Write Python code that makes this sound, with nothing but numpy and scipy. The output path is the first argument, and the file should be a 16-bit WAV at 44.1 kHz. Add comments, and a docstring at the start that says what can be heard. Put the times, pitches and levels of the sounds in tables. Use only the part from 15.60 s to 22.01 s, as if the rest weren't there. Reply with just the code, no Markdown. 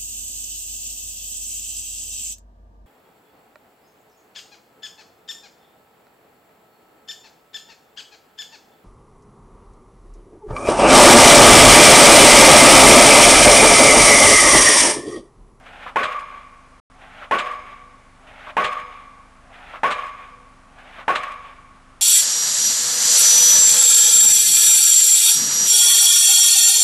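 """An open building site edged by trees, a diesel pile hammer at work before the microphone; near mono.
A faint hum, probably the camcorder's tape mechanism, and distant rumble run throughout. The falling ram
pushes air out of the ports, chuffs, and strikes the anvil so that the steel clangs and rings. Thrown up
again, it lets out a puff of exhaust, rattles and draws fresh air as the trees send back an echo. Five
blows, about 1.3 s apart; between the first and the second the sound cuts out for a tenth of a second."""
import sys
import numpy as np
from scipy import signal
from scipy.fft import rfft, irfft
from scipy.io import wavfile
from scipy.ndimage import uniform_filter1d, minimum_filter1d

SR = 44100
rng = np.random.default_rng(int(sys.argv[2]) if len(sys.argv) > 2 else 0)


def file_out(sig):
    """Save sig as 16-bit WAV at sys.argv[1]."""
    # one column per channel
    cols = np.atleast_2d(sig).T
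    # limit, then scale
    lim = np.clip(cols, -1, 1)
    pcm = np.round(lim * 32767).astype(np.int16)
    wavfile.write(sys.argv[1], SR, pcm)


N = 282681
TIME = np.arange(N) / SR
AGE = TIME[:2 * SR]   # time since a blow

# harmonics of the low hum: (multiple [-], relative level [dB])
HUM_HARMONICS = [(1, 4), (2, -4), (3, -11), (4, -10), (5, -11), (6, -15), (7, -15), (8, -9.5)]
# distant rumble and hiss: (frequency [Hz], relative density [dB])
BACKGROUND_SPECTRUM = [(12, -22), (20, -9.5), (46, -2.5), (144, -8.5), (264, -10.5), (424, -15), (646, -10),
                       (934, -12), (1120, -4.5), (1350, -10), (4080, -26.5), (9980, -30), (10800, -35.5),
                       (14000, -68), (22000, -120)]
# ram on anvil: (time [s], impact gain [dB], exhaust gain [dB], outrushing air gain [dB])
HAMMER_BLOWS = [(0.358, -11.5, -0.5, 8), (1.71, -11.5, -0.5, 5.5), (2.967, -11, 0, 5.5),
                (4.232, -12.5, 0.5, 6.5), (5.479, -14, 0, 5)]
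# air rushing through the ports: (frequency [Hz], relative density [dB])
PORT_AIR_SPECTRUM = [(200, -15.5), (420, -8), (620, 2), (950, -3), (1400, 4.5), (1900, 2), (2400, 0.5),
                     (3500, -7.5), (4700, -22), (10000, -34)]
# the last air squeezed past the closing ports: (frequency [Hz], relative density [dB])
CHUFF_SPECTRUM = [(200, -7), (430, -11.5), (580, 7.5), (880, 3), (1120, 11), (1350, 9.5), (2000, -25),
                  (3800, -21), (5000, -38)]
# the dense clang of the blow: (frequency [Hz], relative density [dB])
CLANG_SPECTRUM = [(50, -27.5), (120, -15), (200, -7), (330, -4), (500, 2), (900, 0), (1400, 1),
                  (2400, -2.5), (3400, -13), (4600, -26), (9500, -34.5), (13500, -44)]
# clusters of close modes of cylinder, helmet and pile:
# (frequency [Hz], spread [Hz], relative level [dB], rise [s], t60 [s])
STEEL_MODES = [(495, 1.5, -30.5, .004, 1.23), (565.5, 43.6, -9.5, 0.035, 0.29),
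               (610, 11.87, -21, 0.0036, 0.7), (739, 4, -29, .004, 1.17), (1134.6, 26, -11.5, 0.022, 1.287),
               (1164, 19.95, -6.5, 0.098, 0.66), (1148, 80, -13, 0.031, 0.93), (1503, 7.3, -9, .002, 0.19),
               (1656, 22, -23, 0.011, 0.75), (2222, 110, -25.5, 0.0032, 1.49), (2348, 35, -26, .006, 0.94),
               (5050, 43, -41, .003, 1), (6540, 60, -45.5, 0.0026, 1.18), (9000, 77, -43, .003, 0.58)]
# burnt gas leaving the ports: (frequency [Hz], relative density [dB])
EXHAUST_SPECTRUM = [(100, -12), (400, -9), (700, -3), (1500, 1.5), (3000, -2), (4000, -8), (5200, -24.5),
                    (7800, -21), (10500, -34), (13500, -54)]
# knocks of the rising ram in its cylinder: (time after the blow [s], level [dB])
RAM_RATTLES = [(0.163, -39), (.211, -42), (.242, -40)]
# one light metallic knock: (frequency [Hz], relative density [dB])
RATTLE_SPECTRUM = [(500, -20), (1500, 9.5), (2400, 6.5), (3800, -11), (5200, -17), (9000, -16.5),
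                   (13000, -33.5)]
# echo from the tree line: (delay [s], relative level [dB], smear t60 [s])
TREE_ECHOES = [(.165, -31, 0.13)]

PUSH_LEAD_S, COVER_LEAD_S = 0.29, 0.063   # before the blow: air starts to leave, the ram covers the ports


def from_db(db):
    """Decibels to amplitude."""
    return 10 ** (np.asarray(db) / 20)


def rms_one(x):
    """Scales a signal to rms 1."""
    return x / np.sqrt(np.mean(x ** 2) + 1e-20)


def dying(age, t60):
    """Exponential decay that starts at age 0."""
    return (age >= 0) * np.exp(-np.log(1000) * np.maximum(age, 0) / t60)


def swell(age, full_s, until_s, attack_s, t60):
    """Envelope that swells to 1 at full_s, holds until until_s and dies away."""
    return np.exp(np.minimum(age - full_s, 0) / attack_s) * dying(np.maximum(age - until_s, 0), t60)


def noise(spectrum, size):
    """Noise of rms 1 with the given colour, falling away beyond its ends."""
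    hz, db = np.transpose(spectrum)
    f = np.maximum(np.fft.rfftfreq(size, 1 / SR), 1)
    colour = from_db(np.interp(np.log(f), np.log(hz), db))
    skirts = np.minimum(1, np.minimum(f / hz[0], hz[-1] / f)) ** 2
    return rms_one(irfft(rfft(rng.standard_normal(size)) * colour * skirts, size))


def drift(rate, size):
    """Random wander of rms 1, changing about rate times a second."""
    f = np.fft.rfftfreq(size, 1 / SR)
    return rms_one(irfft(rfft(rng.standard_normal(size)) / (1 + (f / rate) ** 2), size))


def burst(spectrum, peak_s, swell_s, t60, rough_db):
    """A rough gust of noise, half a second long, that swells to a rounded peak and dies away."""
    age = AGE[:SR // 2]
    rise = np.exp(-(np.minimum(age - peak_s, 0) / swell_s) ** 2)
    fall = dying(np.maximum(age - peak_s, 0), t60)
    return rise * fall * from_db(rough_db * drift(150, len(age))) * noise(spectrum, len(age))


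def add(track, sound, s):
    """Mixes a sound into the track from second s on."""
    start = max(round(s * SR), 0)
    track[start:start + len(sound)] += sound[:N - start]


def hum(hum_db, whirr_db, waver, hum_hz=25, whirr_hz=259):
    """A low buzzing hum, probably the camcorder's tape mechanism, and a thin whirr, both wavering."""
    turns = hum_hz * TIME + waver * drift(2, N) / 10
    buzz = sum(from_db(db) * np.sin(2 * np.pi * (k * turns + rng.random())) for k, db in HUM_HARMONICS)
    whirr = np.sin(2 * np.pi * (whirr_hz * TIME + waver * drift(2, N)))
    return np.sqrt(2) * (from_db(hum_db) * buzz + from_db(whirr_db) * whirr)


def background(level_db, wide_db):
    """Distant rumble and hiss, almost alike on both sides of the microphone."""
    side = from_db(wide_db) * noise(BACKGROUND_SPECTRUM, N) * [[1], [-1]]
    return from_db(level_db) * (noise(BACKGROUND_SPECTRUM, N) + side)


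def pushed_air(age, puff_db=-53.5, rush_db=-44.5, growth_db_per_s=66.5):
    """Outflow under the falling ram: a puff, then a rush that grows with speed until the ports close."""
    puff = swell(age, -PUSH_LEAD_S, -PUSH_LEAD_S, attack_s=0.0089, t60=0.24)
    speeding = from_db(growth_db_per_s * np.minimum(age + COVER_LEAD_S, 0))
    rush = speeding * swell(age, -PUSH_LEAD_S, -COVER_LEAD_S, attack_s=0.15, t60=0.1)
    return from_db(puff_db) * puff + from_db(rush_db) * rush


def port_air(width_hz, rough_db, note_hz=837, climb_hz_per_s=340, note_db=-56.5):
    """Air rushes out, then in; the ports' hollow note climbs as the falling ram shrinks the chamber."""
    flow, resonance = np.zeros(N), np.zeros(N)
    flutter = drift(width_hz, N) + 1j * drift(width_hz, N)   # blurs the note into a narrow band
    for s, _, _, air_db in HAMMER_BLOWS:
        age = np.clip(TIME - s, -1, 1)
        flow += from_db(air_db) * pushed_air(age) + drawn_air(age)
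        turns = np.cumsum(note_hz + climb_hz_per_s * age) / SR
        envelope = swell(age, -PUSH_LEAD_S, -COVER_LEAD_S, attack_s=0.079, t60=0.17)
        resonance += from_db(note_db + air_db) * envelope * np.real(flutter * np.exp(2j * np.pi * turns))
    return flow * noise(PORT_AIR_SPECTRUM, N) * from_db(rough_db * drift(40, N)) + resonance


def chuff(level_db, lead_s):
    """Just before the blow the ram squeezes the last air through the closing ports."""
    out = np.zeros(N)
    for s, _, _, air_db in HAMMER_BLOWS:
        gust = burst(CHUFF_SPECTRUM, peak_s=0.018, swell_s=0.0017, t60=0.26, rough_db=-0.5)
        add(out, from_db(level_db + air_db) * gust, s - lead_s)
    return out


def anvil_knock(loaded_hz=831.4, free_hz=1115.6, lift_off_s=0.00936, gain_db=3.5, hold_s=0.025):
    """The anvil's short, nearly pure tone starts low under the ram's weight and rises as it lifts off."""
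    load = 1 / (1 + (AGE / lift_off_s) ** 4.26)
    turns = np.cumsum(free_hz + (loaded_hz - free_hz) * load) / SR
    envelope = dying(np.maximum(AGE - hold_s, 0), t60=0.023)
    return from_db(gain_db) * envelope * np.sin(2 * np.pi * turns)


def steel_ring(change, count=14, throb_hz=10.33, throb_db=1.5, crest_s=0.018):
    """One throbbing ring per blow: the same steel modes every time, struck with different strengths."""
    rings = np.zeros((len(HAMMER_BLOWS), len(AGE)))
    for hz, spread, db, rise, t60 in STEEL_MODES:
        offsets = 2 * (np.arange(count) + rng.random(count)) / count - 1
        partials_hz = hz + spread * np.sqrt(3) * offsets
        turns = partials_hz[:, None] * AGE + rng.random((count, 1))
        partials = np.sin(2 * np.pi * turns.astype(np.float32))
        envelope = (1 - np.exp(-AGE / rise)) * dying(AGE, t60)
        strengths = 1 + change * rng.standard_normal((len(HAMMER_BLOWS), count))
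        cluster = strengths @ partials * envelope
        equal_energy = np.linalg.norm(envelope) / np.linalg.norm(cluster, axis=1, keepdims=True)
        rings += from_db(db) * cluster * equal_energy
    return rings * from_db(throb_db * np.cos(2 * np.pi * throb_hz * (AGE - crest_s)))


def blows(clang_db, clang_t60, alike_t60, rise_s):
    """The ram hits the anvil: each blow starts with nearly the same knock and clang, then differs."""
    out = np.zeros(N)
    shared_clang, knock = noise(CLANG_SPECTRUM, len(AGE)), anvil_knock()
    alike = dying(AGE, alike_t60)
    onset = 1 - np.exp(-(AGE / rise_s) ** 2)   # the cushion in the helmet softens the contact
    for (s, db, _, _), ring in zip(HAMMER_BLOWS, steel_ring(change=0.53)):
        clatter = alike * shared_clang + np.sqrt(1 - alike ** 2) * noise(CLANG_SPECTRUM, len(AGE))
        clang = from_db(clang_db) * clatter * dying(AGE, clang_t60)
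        add(out, from_db(db) * onset * (knock + ring + clang), s)
    return out


def exhaust(level_db, opens_s):
    """The rising ram uncovers the ports and the burnt gas bursts out."""
    out = np.zeros(N)
    for s, _, puff_db, _ in HAMMER_BLOWS:
        puff = burst(EXHAUST_SPECTRUM, peak_s=opens_s, swell_s=0.0067, t60=0.14, rough_db=1.5)
        add(out, from_db(level_db + puff_db) * puff, s)
    return out


def drawn_air(age, gulp_db=-34.5, draw_db=-49):
    """Inflow under the rising ram: a gulp, then a steady draw that fades near the top of the stroke."""
    gulp = swell(age, full_s=0.16, until_s=0.16, attack_s=0.057, t60=0.63)
    draw = swell(age, full_s=0.36, until_s=0.42, attack_s=0.026, t60=0.5)
    return from_db(gulp_db) * gulp + from_db(draw_db) * draw


def rattles(t60, uneven_db, jitter_s):
    """The rising ram rattles in its cylinder: small bright knocks, never quite alike."""
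    out = np.zeros(N)
    for s, *_ in HAMMER_BLOWS:
        for delay, db in RAM_RATTLES:
            knock = burst(RATTLE_SPECTRUM, peak_s=delay, swell_s=0.013, t60=t60, rough_db=4.5)
            strength = from_db(db + uneven_db * rng.standard_normal())
            add(out, strength * knock, s + jitter_s * rng.standard_normal())
    return out


def site_echoes(direct, scatter_db, scatter_t60, band_hz, wide_db, wide_above_hz):
    """Ground, machines and foliage scatter sound to the microphone; the trees return a smeared echo."""
    power = 0
    for delay, db, t60 in [(0.01, scatter_db, scatter_t60)] + list(TREE_ECHOES):
        echo = dying(AGE - delay, t60) ** 2
        power = power + from_db(db) ** 2 * echo / echo.sum()
    dull = signal.butter(2, band_hz, "band", fs=SR, output="sos")
    mid = signal.sosfilt(dull, rng.standard_normal(len(AGE)) * np.sqrt(power))
    # only the short waves of the nearest reflections differ between left and right
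    near = dying(AGE, t60=0.04) * rng.standard_normal(len(AGE))
    short_waves = signal.butter(2, wide_above_hz, "high", fs=SR, output="sos")
    side = from_db(wide_db) * signal.sosfilt(short_waves, near / np.linalg.norm(near))
    response = np.array([mid + side, mid - side])
    return direct + signal.fftconvolve(direct[None], response, axes=1)[:, :N]


def limiter(x, ceiling_db, release_db_per_s):
    """The gain drops at once on peaks above the ceiling and recovers quickly."""
    over_db = np.maximum(20 * np.log10(np.abs(x).max(axis=0) + 1e-9) - ceiling_db, 0)
    over_db = -minimum_filter1d(-over_db, size=24)   # looks a moment ahead
    held_db = np.maximum.accumulate(over_db + release_db_per_s * TIME) - release_db_per_s * TIME
    return x * from_db(-uniform_filter1d(held_db, size=24))


def scene():
    """At the microphone: the hammer across open ground with its echoes, a faint hum and far rumble."""
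    hammer = blows(clang_db=-1.0, clang_t60=0.27, alike_t60=0.32, rise_s=0.0017)
    hammer += exhaust(level_db=-21, opens_s=0.0804)
    hammer += rattles(t60=0.081, uneven_db=3.0, jitter_s=0.0034)
    hammer += port_air(width_hz=110, rough_db=1.16)
    hammer += chuff(level_db=-40.0, lead_s=0.112)
    outdoors = site_echoes(hammer, scatter_db=-23, scatter_t60=1.85, band_hz=(300, 4200),
                           wide_db=-21, wide_above_hz=7400)
    tape_hum = hum(hum_db=-58, whirr_db=-62, waver=0.072)
    return outdoors + tape_hum + background(level_db=-52.5, wide_db=-33.5)


def record(dry, gap_from_s=1.2, gap_to_s=1.3, cutoff_hz=14000):
    """After the microphone: peaks are limited, the sound cuts out once, the top treble is cut."""
    limited = limiter(dry, ceiling_db=-7.5, release_db_per_s=239)
    gap = (TIME > gap_from_s) & (TIME < gap_to_s)
    live = uniform_filter1d(1.0 - gap, size=64)
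    lowpass = signal.ellip(10, 0.2, 80, cutoff_hz, fs=SR, output="sos")
    return signal.sosfilt(lowpass, limited * live)


dry = scene()
out = record(dry)
file_out(out)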